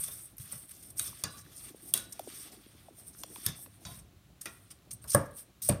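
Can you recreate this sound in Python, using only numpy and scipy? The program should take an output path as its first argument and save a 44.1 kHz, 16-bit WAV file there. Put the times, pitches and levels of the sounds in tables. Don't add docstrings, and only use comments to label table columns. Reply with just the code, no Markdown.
import sys
import numpy as np
from scipy import signal
from scipy.fft import rfft, irfft
from scipy.io import wavfile
from scipy.ndimage import uniform_filter1d, map_coordinates

SR = 44100
rng = np.random.default_rng(int(sys.argv[2]) if len(sys.argv) > 2 else 0)


def waveform_to_disk(signal):
    frames = np.transpose(np.atleast_2d(signal))
    scaled = np.clip(frames, -1, 1) * 32767
    samples = np.round(scaled).astype(np.int16)
    wavfile.write(sys.argv[1], SR, samples)


def gain_from_db(level_db):
    decades = np.asarray(level_db, float) / 20
    return 10 ** decades


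N = 255780

EDGE_HZ, TOP_HZ = 15850, 16600


def unit(x):
    return x / np.sqrt(np.mean(x ** 2) + 1e-20)


def along(points, hz):
    f, v = np.transpose(points)
    return np.interp(np.log(hz + 1), np.log(f + 1), v)


def wobble(rate):
    knots = rng.standard_normal(int(N * rate / SR) + 4)
    return map_coordinates(knots, [np.arange(N) * rate / SR])


def colour(x, spectrum):
    size = 4096
    cep = irfft(np.log(gain_from_db(along(spectrum, np.fft.rfftfreq(size, 1 / SR))) + 1e-6))
    cep[1:size // 2] *= 2
    cep[size // 2 + 1:] = 0
    h = irfft(np.exp(rfft(cep)))
    return signal.oaconvolve(x, h / np.linalg.norm(h))[:len(x)]


def add(track, s, x):
    part = track[max(round(s * SR), 0):][:len(x)]
    part += x[:len(part)]


def ring(modes, t, detune, attack, rough, spot_hz=None):
    draw = rng.standard_normal((len(modes), 3))
    hz, db, t60 = np.transpose(modes)[:, :, None]
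    if spot_hz:
        near = np.exp(-(np.log(hz / spot_hz) / 0.09) ** 2)
        db = db + 5 * near
        t60 = t60 * (1 + 0.7 * near)
    hold = 32
    steps = rng.standard_normal((len(modes), len(t) // hold + 1))
    drift = np.repeat(np.cumsum(steps, axis=1), hold, axis=1)[:, :len(t)]
    drift = uniform_filter1d(drift, size=hold, axis=1)
    phase = 2 * np.pi * hz * (1 + detune * draw[:, 1:2]) * t + draw[:, 2:] + rough * drift
    scatter_db = 1.8
    level = gain_from_db(db + scatter_db * draw[:, :1] - 60 * t / t60)
    return (level * np.sin(phase)).sum(axis=0) * (1 - np.exp(-t / attack))


# start_s, length_s, start_pressure_db, end_pressure_db, bite_into_steel_db
STIRS = [(0.0, 0.25, -41, -51.5, -18.5), (0.225, 0.089, -63, -65.5, -9), (0.406, 0.13, -52.5, -48.5, -12),
         (0.515, 0.12, -53, -54, -12.5), (0.692, 0.21, -56, -56, -15.5), (0.975, 0.018, -51.5, -44.5, -22),
         (1.0, 0.076, -45, -39, -13.5), (1.097, 0.12, -58, -54, -6), (1.26, 0.032, -61, -64, 1),
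         (1.31, 0.086, -57, -55.5, -7.5), (1.451, 0.08, -65.5, -59.5, -2.5),
         (1.555, 0.14, -53.5, -50.5, -11.5), (1.76, 0.068, -61.5, -64, -5.5),
         (1.825, 0.067, -56.5, -48.5, -17.5), (1.958, 0.082, -40.5, -55, -7.5),
         (2.05, 0.13, -65.5, -59.5, -7.5), (2.199, 0.13, -61, -52.5, -5.5), (2.346, .13, -49.5, -55, -7.5),
         (2.475, 0.41, -63, -69.5, -3)]
# start_s, length_s, start_pressure_db, end_pressure_db,
# bite_into_steel_db
LATER_STROKES = [(2.93, 0.071, -70.5, -52.5, -11), (3.043, 0.036, -69, -49, -18.5), (3.16, 0.05, -60, -50.5, -11),
                 (3.26, 0.091, -64, -48.5, -14.5), (3.35, 0.059, -53, -52, -11),
                 (3.418, 0.04, -50.5, -41.5, -10.5), (3.47, 0.067, -49.5, -61.5, 1),
                 (3.562, 0.07, -52, -47.5, -22.5), (3.7, 0.064, -71, -64.5, -9), (3.81, 0.035, -66, -59, -9),
                 (3.865, 0.12, -51.5, -58, -7), (4.449, 0.32, -55, -77, -12.5), (5.163, 0.12, -50.5, -74, -10),
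                 (5.332, 0.06, -68.5, -44, -17), (5.692, 0.072, -48.5, -65, -7)]
# start_s, pressure_db, length_s, bite_db, crunch_db
SKIDS = [(.003, -38.5, 0.012, -17, -22), (0.028, -35, 0.014, -22, -22), (0.037, -32, 0.0077, -14.5, -11),
         (0.047, -40, .007, -25, -25), (0.077, -45.5, 0.0077, -8, -16), (0.109, -46, 0.016, -15, -14),
         (0.378, -53.5, 0.02, -14, -10), (0.407, -50, 0.023, -23, -12), (0.514, -42.5, 0.015, -25, -14),
         (0.697, -53, 0.006, -2, -17), (0.706, -48, 0.013, -4, -16), (0.822, -52, 0.014, -11, -4),
         (0.899, -44, 0.0106, -25, -5), (0.967, -53, 0.029, -26, 2), (1.367, -61, 0.049, -14, 2.5),
         (1.408, -61, .012, -14, 3), (2.121, -34.5, 0.011, -25, -8.5), (2.514, -54.5, 0.037, -16, -6),
         (3.126, -58.5, .025, -20, -1), (3.18, -58, .025, -20, 0), (3.985, -60, 0.014, -20, 0),
         (4.409, -37, 0.011, -17, -7.5), (4.418, -51, 0.017, -13, -8), (4.702, -46.5, 0.02, -7, -5),
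         (4.906, -39, 0.013, -11, -1), (4.914, -48.5, 0.013, -20, -1), (4.927, -37.5, .012, -33, -22.5),
         (4.939, -47.5, .012, -32, -18.5), (5.013, -58, 0.13, -16, -12.5), (5.04, -47, .008, -13, -16),
         (5.073, -42, 0.026, -13, -6), (5.094, -32.5, 0.0076, -26, -6), (5.1, -29.5, 0.011, -28.5, -5.5),
         (5.112, -31, 0.017, -21.5, -8), (5.129, -24.5, 0.0097, -22, -12),
         (5.135, -32.5, 0.013, -17.5, -11.5), (5.173, -48, .006, -26, -7), (5.19, -44, .005, -26, -12),
         (5.252, -54, .014, -25, -7), (5.306, -55.5, .012, -27, -15.5), (5.6168, -30, 0.029, -26, -10.5),
         (5.644, -32.5, .0296, -21, -14.5), (5.673, -34, 0.014, -31, -13)]
STIR_CRUNCH_DB, LATER_CRUNCH_DB = -6, -6.5
STROKE_SHEEN_DB, SKID_SHEEN_DB = -5, -9.5
GRIP_DB_PER_S, LIFT_DB_PER_S = 700.5, 404.5
SKID_RISE_S = 0.0054


def spoon():
    levels = np.zeros((4, N))
    t = np.arange(SR // 5) / SR
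    for strokes, crunch_db in ((STIRS, STIR_CRUNCH_DB), (LATER_STROKES, LATER_CRUNCH_DB)):
        for s, length, start_db, end_db, bite_db in strokes:
            lead = min(s, len(t) / SR / 4)
            u = np.arange(round((lead + length) * SR) + len(t)) / SR - lead
            edge_db = GRIP_DB_PER_S * np.minimum(u, 0) - LIFT_DB_PER_S * np.maximum(u - length, 0)
            shape = gain_from_db(np.interp(u, [0, length], [start_db, end_db]) + edge_db)
            gains = layers(0, bite_db, crunch_db, STROKE_SHEEN_DB)
            for level, gain in zip(levels, gains):
                add(level, s - lead, (gain * shape) ** 2)
    unsteady_db = 0.29 * wobble(80) + 1.96 * np.array([wobble(20) for _ in levels])
    levels = np.sqrt(levels) * gain_from_db(unsteady_db)
    for s, db, length, bite_db, crunch_db in SKIDS:
        shape = (1 - np.exp(-t / SKID_RISE_S)) / (1 + (t / length) ** 6) * gain_from_db(-5 * t / length)
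        gains = layers(db, bite_db, crunch_db - CRUNCH_PER_BITE * bite_db, SKID_SHEEN_DB)
        for level, gain in zip(levels, gains):
            add(level, s + 0.001, gain * shape)
    return ice(*levels, clump_db=1.55, sing_db=-17, even=0)


CRUNCH_PER_BITE = 0.4


def layers(db, bite_db, crunch_db, sheen_db):
    return gain_from_db(db + np.array([0, crunch_db + CRUNCH_PER_BITE * bite_db, bite_db, sheen_db]))


# pitch_hz, level_db_per_hz
FIZZ = [(2000, -46), (4000, -26), (6800, -28.5), (7090, -44), (7530, -34.5), (8040, -2), (8750, 3),
        (9290, 3), (10200, -9.5), (11300, -11), (14400, -11.5), (15200, -12), (15700, -32.5)]
# pitch_hz, level_db_per_hz
CRUNCH = [(2470, -37), (4200, -10.5), (4940, -3), (5370, 2), (6250, 0), (6520, -3), (7600, -6), (9880, -19),
          (16700, -120)]
# pitch_hz, level_db_per_hz
SCRAPE = [(530, -71), (900, -20), (1180, -5.5), (1580, -6), (3040, -5.5), (3480, -2.5), (4140, -8.5),
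          (4800, -7), (6240, -18), (10600, -120)]
# pitch_hz, level_db_per_hz
SHEEN = [(8500, -67.5), (10200, -1.5), (11500, -1.5), (13500, -1.5), (15200, -8), (15700, -20)]


def ice(fizz, crunch, scrape, sheen, clump_db, sing_db, even):
    def grain():
        return grit(2.56, clump_db, even)

    rub = colour(scrape * grain(), SCRAPE)
    steel = ring(BOWL + BELLY, np.arange(SR // 5) / SR, 0.0018, 0.00015, 0.2)
    sing = signal.fftconvolve(rub, steel / np.linalg.norm(steel))[:N]
    crystals = colour(fizz * grain(), FIZZ) + colour(sheen * grain(), SHEEN) + colour(crunch * grain(), CRUNCH)
    return crystals + rub + gain_from_db(sing_db) * sing


PATCH_DB, BIGGEST = 1.8, 7


def grit(spread_db, clump_db, even):
    crystal = np.minimum(rng.exponential(size=N), BIGGEST)
    size = gain_from_db(spread_db * crystal + clump_db * (wobble(300) + wobble(60)))
    z = signal.stft(size * rng.standard_normal(N), nperseg=256)[2]
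    field = uniform_filter1d(rng.standard_normal(z.shape), size=6, axis=0)
    field = uniform_filter1d(field, size=8, axis=1)
    x = signal.istft(z * gain_from_db(PATCH_DB * unit(field)), nperseg=256)[1][:N]
    power = np.abs(uniform_filter1d(x ** 2, size=64) + 1e-9)
    return unit(x / power ** (even / 2))


# start_s, crack_peak_db, bright_ring_db, dull_ring_db, nearest_mode_hz
KNOCKS = [(0.038, -18, -58, -64, 3570), (0.082, -38, -49, -39.5, 3450), (0.524, -22.5, -65, -41.5, 1970),
          (0.9955, -12, -31, -39, 3870), (1.238, -13.5, -27, -32, 4340), (1.939, -3.5, -27.5, -44, 3860),
          (1.967, -21, -46, -51, 1450), (1.976, -19, -39, -54, 6860), (3.4639, -23, -32.5, -50, 6170),
          (3.852, -41, -37, -40, 870), (4.4572, -27.5, -42, -36, 1310), (5.1478, -4, -34, -39, 1115),
          (5.689, -4.5, -45, -50, 5400), (5.6943, -19, -33.5, -37, 2470)]
# start_s, crack_peak_db, crunch_db, body_db, t60_s
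TICKS = [(0.369, -50, -70, -76, 0.029), (0.382, -36, -41.5, -57, 0.021), (.6945, -39.5, -51, -49, 0.0083),
         (5.0414, -43, -50, -51, 0.013), (5.6205, -34, -42, -53, 0.014), (0.9954, -29.5, -28, -46, 0.0065),
         (1.0525, -34, -55, -60, .012), (2.1941, -32, -32, -38, 0.012), (2.3008, -42, -67, -40.5, 0.0088),
         (2.661, -60, -66, -50.5, 0.01), (3.148, -63, -62, -56, 0.012), (3.2354, -33.5, -21, -35, 0.013),
         (3.3593, -44, -52, -43.5, 0.018), (3.4639, -15, -14.5, -34, 0.011),
         (3.485, -45.5, -37, -50, 0.054), (3.6616, -56, -59.5, -49.5, 0.016), (1.909, -66, -42, -62, 0.014),
         (1.9389, -5.5, -22, -17, 0.0047), (4.458, -52, -43, -46.5, 0.107), (4.788, -65, -62.5, -58, .01),
         (4.822, -63, -66, -61, 0.0084), (4.853, -61, -64, -60.5, .008), (5.148, -18, -16, -26.5, 0.0098),
         (5.6954, -29.5, -23, -34, 0.013), (5.713, -50, -54, -39, 0.01), (5.725, -48, -52, -40, 0.011)]
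# pitch_hz, level_db, t60_s
BOWL = [(2820, -5, 0.25), (3620, -10.5, 0.073), (3570, 1, 0.07), (3860, 4.5, 0.066), (4580, 13, 0.038),
        (5100, -2, 0.113), (5390, -23, .15), (5650, -1, 0.11), (6170, -1.5, 0.16), (6630, 6, 0.066),
        (6860, 5.5, 0.061), (7600, -8.5, .05)]
# pitch_hz, level_db, t60_s
BELLY = [(696, -18.5, 0.1), (850, -2, 0.053), (1104, -2.5, 0.28), (1214, -16, 0.19), (1360, -1.5, 0.14),
         (1450, -6, 0.34), (1724, -8.5, 0.21), (1970, -4.5, 0.13), (2455, 3, 0.1)]
KNOCK_SHEEN_DB = -15
WASH_DB, WASH_S = -27.5, 0.22


def bowl():
    out, cracks = np.zeros(N), np.zeros((4, N))
    t = np.arange(SR // 4) / SR
    crack_t60_s, blur = (0.011, 0.009, 0.009, 0.008), 0.34

    def snap(t60):
        return (1 - np.exp(-t / 0.001)) * gain_from_db(-60 * t / t60)

    for s, db, bright_db, dull_db, spot_hz in KNOCKS:
        sheen_db = (db + bright_db) / 2 + KNOCK_SHEEN_DB
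        peaks_db = (db - 2.5, bright_db + 6.5, bright_db + 1.5, sheen_db)
        for crack, peak_db, t60 in zip(cracks, peaks_db, crack_t60_s):
            add(crack, s - 0.001, gain_from_db(peak_db) * (snap(t60) + gain_from_db(-25.0) * snap(0.06)))
        for crack in cracks[1:3]:
            add(crack, s, gain_from_db(bright_db + WASH_DB) * snap(WASH_S))
        add(out, s - 0.001, gain_from_db(bright_db - 19.5) * ring(BOWL, t, 0.0059, 0.00018, blur, spot_hz))
        add(out, s, gain_from_db(dull_db - 19.0) * ring(BELLY, t, 0.005, 0.00088, blur, spot_hz))
    for s, db, crunch_db, body_db, t60 in TICKS:
        peaks_db = (db - 3.0, crunch_db - 7.5, body_db + 3.0, db + 2.0)
        for crack, peak_db in zip(cracks, peaks_db):
            add(crack, s - 0.001, gain_from_db(peak_db) * snap(t60))
    return out, ice(*cracks, clump_db=1, sing_db=-26.5, even=1)


# start_s, pitch_hz, level_db,
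# t60_s
FREE = [(.034, 3430, -44.5, 0.057), (.079, 3500, -45.5, 0.045), (.112, 3570, -52.5, .12),
        (.115, 5530, -56, 0.092), (1.245, 1158, -51.5, 0.33), (1.251, 1675, -45.5, 0.14),
        (1.27, 1450, -58.5, 0.5), (1.239, 3930, -55, 0.65), (1.238, 4580, -40, 0.09),
        (1.239, 4980, -48, 0.33), (1.239, 5550, -53, .2), (1.3, 3900, -64, 0.44), (1.345, 1150, -55, 0.3),
        (5.699, 265, -27, 0.096), (1.961, 1466, -51.5, 0.44), (1.98, 1690, -61, .4),
        (1.939, 2729, -47.5, 0.26), (1.94, 3865, -43, 0.43), (1.938, 3370, -28.5, 0.034),
        (3.47, 3487, -46, 0.3), (3.463, 3670, -44.5, 0.28), (3.464, 1720, -43.5, 0.13),
        (3.464, 5350, -44, 0.16), (3.463, 6040, -46, 0.05), (3.852, 860, -50, .08),
        (3.861, 1040, -55.5, 0.42), (3.884, 697, -53.5, 0.18), (3.495, 135, -38, 0.18),
        (3.852, 3430, -57, 0.29), (3.853, 3820, -51.5, 0.39), (3.85, 4630, -48, 0.18),
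        (5.1481, 586, -19, 0.057), (5.215, 604, -41.5, 0.12), (5.148, 1190, -24, 0.052),
        (5.149, 1652, -29, 0.06), (.9965, 3800, -41, 0.082), (1.055, 3516, -52, 0.26),
        (4.459, 2455, -42.5, .08), (4.459, 1940, -41, 0.13), (4.458, 3820, -45.5, 0.11),
        (5.619, 3900, -47, .12), (5.62, 4370, -49.5, .1), (5.6915, 591, -21.5, 0.049),
        (5.6955, 2330, -23, 0.022), (5.765, 588, -46, 0.15)]
FREE_RISE_S = 0.00087
FREE_BLUR, FREE_SPLIT = 0.42, 0.008


def lingering():
    out = np.zeros(N)
    t = np.arange(SR // 3) / SR
    for s, hz, db, t60 in FREE:
        twins = [(hz, db - 3.0, t60), (hz, db - 1.0, t60)]
        blur = FREE_BLUR * min(1, hz / 2500 + 0.2)
        add(out, s, ring(twins, t, FREE_SPLIT, FREE_RISE_S, blur))
    return out


# start_s, thump_peak_db, table_top_db, nearest_top_mode_hz
THUDS = [(0.0, -44.5, -61.5, 582), (0.081, -70, -54, 582), (0.395, -39, -65, 374),
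         (0.525, -38.5, -53.5, 582), (.996, -48, -52, 668), (1.079, -45.5, -54, 1100),
         (1.236, -32.5, -40, 1200), (1.937, -43, -38.5, 850), (3.462, -29, -43, 360),
         (3.852, -34, -50, 850), (3.906, -43, -55, 850), (3.972, -43, -63, 582), (4.456, -49.5, -44, 360),
         (4.92, -42, -71, 582), (5.04, -46.5, -48.5, 1100), (5.146, -14.5, -21, 1103),
         (5.632, -43.5, -72, 582), (5.651, -44, -80, 582), (5.688, -32, -34.5, 582),
         (5.696, -16, -35.5, 360)]
# pitch_hz, level_db, t60_s
TOP = [(357.5, -4, 0.084), (464, -15, 0.066), (582, 3, 0.048), (668, -10, 0.12), (850, -25, 0.062),
       (1100, -11.5, 0.046), (1200, -1.5, 0.036), (1333, -17, 0.092), (1610, -6.5, 0.04)]
# pitch_hz, level_db, t60_s
FRAME = [(98.5, 2.5, 0.097), (124.7, -2, 0.24), (154.8, -7, 0.21), (197.3, -7, 0.12), (253.4, -16.5, 0.068)]
# pitch_hz, level_db_per_hz
BOOM = [(130, -34), (220, 1.5), (409, -4.5), (580, -5.5), (768, -7), (1090, -7.5), (1530, -14.5),
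        (1670, -12.5), (2400, -26.5), (3120, -55), (5280, -120)]


def table():
    out, shake = np.zeros(N), np.zeros(N)
    t = np.arange(SR // 3) / SR
    top_blur, frame_blur = 0.38, 0.03
    for s, db, top_db, spot_hz in THUDS:
        add(out, s + 0.001807, gain_from_db(top_db - 4.0) * ring(TOP, t, 0.0013, 0.00077, top_blur, spot_hz))
        add(out, s + 0.00051, gain_from_db(db - 2) * ring(FRAME, t, 0.015, 0.0091, frame_blur))
        add(shake, s + 0.0049, gain_from_db(top_db - 7.5 - 60 * t / 0.27) * (1 - np.exp(-t / 0.0033)))
    return out + colour(shake * rng.standard_normal(N), BOOM)


# start_s, peak_db,
# pitch_hz, life_cycles
POPS = [(1.128, -52, 1100, 5.4), (1.462, -57.5, 1710, 7.2), (1.464, -59, 326, 5.9),
        (1.704, -49.5, 338, 4.3), (1.746, -41.5, 410, 1.1), (1.829, -52.5, 323, 4.7),
        (2.194, -34, 702, 4.9), (2.2, -52, 388, 5.1), (2.274, -37, 485, 1.5), (2.278, -44.5, 310, 2.7),
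        (2.4, -57, 295, 2.6), (2.571, -53, 333, 4.3), (2.664, -49, 302, 1.4), (2.749, -51, 282, 1.7),
        (2.884, -46.5, 700, 4.3), (2.908, -51, 340, 1.8), (2.981, -63, 650, 7), (3.147, -60, 355, 1.8),
        (3.149, -55, 1450, 3.5), (3.235, -42, 1060, 4), (3.24, -46.5, 614, 3.5), (3.3, -53.5, 362, 3.3),
        (3.311, -52, 420, 2.2), (3.327, -57, 400, 2), (3.383, -49, 300, 1.4), (3.359, -47.5, 1000, 6.8),
        (3.588, -57, 750, 4.4), (3.66, -61, 280, 4.2), (3.661, -50.5, 1100, 2.3), (3.67, -59, 545, 5.8)]
SAG = 0.2


def pockets():
    out = np.zeros(N)
    for s, db, hz, cycles in POPS:
        u = np.arange(round(2 * cycles / hz * SR)) / SR * hz / cycles
        hump = u ** 0.56 * np.exp(-(1.215 * u) ** 2)
        tone = np.sin(2 * np.pi * cycles * u * (1 + SAG * (1 - u)))
        add(out, s + 0.0003, gain_from_db(db + 8.5) * hump * tone)
    return out


# pitch_hz, t60_s
ROOM = [(120, 0.24), (600, 0.44), (2000, 0.45), (8500, 0.22), (11000, 0.11)]


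def room(x):
    hz, t, z = signal.stft(rng.standard_normal(SR // 2), SR, nperseg=256)
    tail = signal.istft(z * gain_from_db(-60 * t / along(ROOM, hz)[:, None]), SR, nperseg=256)[1]
    late = np.pad(x, (250, 0))
    return signal.fftconvolve(late, tail / np.linalg.norm(tail))[:N]


# pitch_hz, level_db_per_hz
RUMBLE = [(15, -60.5), (25, -54.5), (48, 5), (86, 2), (113, 3), (200, -6), (260, -24), (440, -120)]
# pitch_hz, level_db_per_hz
MURMUR = [(110, -23.5), (180, -4), (308, -1), (562, -14.5), (692, -10), (900, -17), (1170, -35.5),
          (1980, -120)]
# time_s, level_db
SLUSH = [(0.0, -69), (0.34, -70.5), (1.97, -63.5), (2.96, -67), (3.36, -64), (4.23, -71), (5.3, -68.5),
         (5.65, -73), (5.8, -53)]
# pitch_hz, level_db_per_hz
HISS = [(240, -26.5), (400, -2), (481, -23.5), (527, -1), (717, -10), (875, -12), (960, -9.5), (1040, -4.5),
        (1120, -4.5), (1640, -8), (2130, -8.5), (4130, -8.5), (4740, -12.5), (15700, -15.5)]
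HISS_DB = -63.5
RUMBLE_DB, SWAY_DB, SWAY_S = -60.5, -17.5, 0.35


def floor():
    sway = np.full(N, gain_from_db(RUMBLE_DB))
    t = np.arange(SR // 2) / SR
    for s, db, *_ in THUDS:
        add(sway, s, gain_from_db(db + SWAY_DB - 60 * t / SWAY_S) * (1 - np.exp(-t / 0.0096)))
    slush_s, slush_db = np.transpose(SLUSH)
    murmur_db = np.interp(np.arange(N) / SR, slush_s, slush_db)
    lumps = gain_from_db(1.9 * wobble(8.6) + 0.73 * wobble(3.23))
    rumble = unit(colour(lumps * rng.standard_normal(N), RUMBLE))
    murmur = unit(colour(gain_from_db(3.6 * wobble(30)) * rng.standard_normal(N), MURMUR))
    hiss = colour(rng.standard_normal(N), HISS)
    return sway * rumble + gain_from_db(murmur_db + 1.5) * murmur + gain_from_db(HISS_DB - 5.0) * hiss


def scene():
    scrapes = spoon()
    rings, cracks = bowl()
    pops = pockets()
    blows = rings + table() + lingering()
    tail = room(gain_from_db(-15.0) * (scrapes + cracks) + gain_from_db(-13.0) * blows + gain_from_db(-25.5) * pops)
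    steady = scrapes + tail + floor()
    steady = irfft(rfft(steady) * (np.fft.rfftfreq(N, 1 / SR) < EDGE_HZ), N)
    return (steady + blows + cracks + pops)[None]


def low_pass(x):
    return signal.sosfilt(signal.butter(12, 16620, fs=SR, output="sos"), x)


def record(dry):
    hz = np.fft.rfftfreq(N, 1 / SR)
    bass_cut = (1j * hz / (45 + 1j * hz)) ** 2
    response = bass_cut * np.where(hz < EDGE_HZ, 1, gain_from_db(-15.0)) * (hz < TOP_HZ)
    return low_pass(irfft(rfft(dry) * response, N))


dry = scene()
out = record(dry)
waveform_to_disk(out)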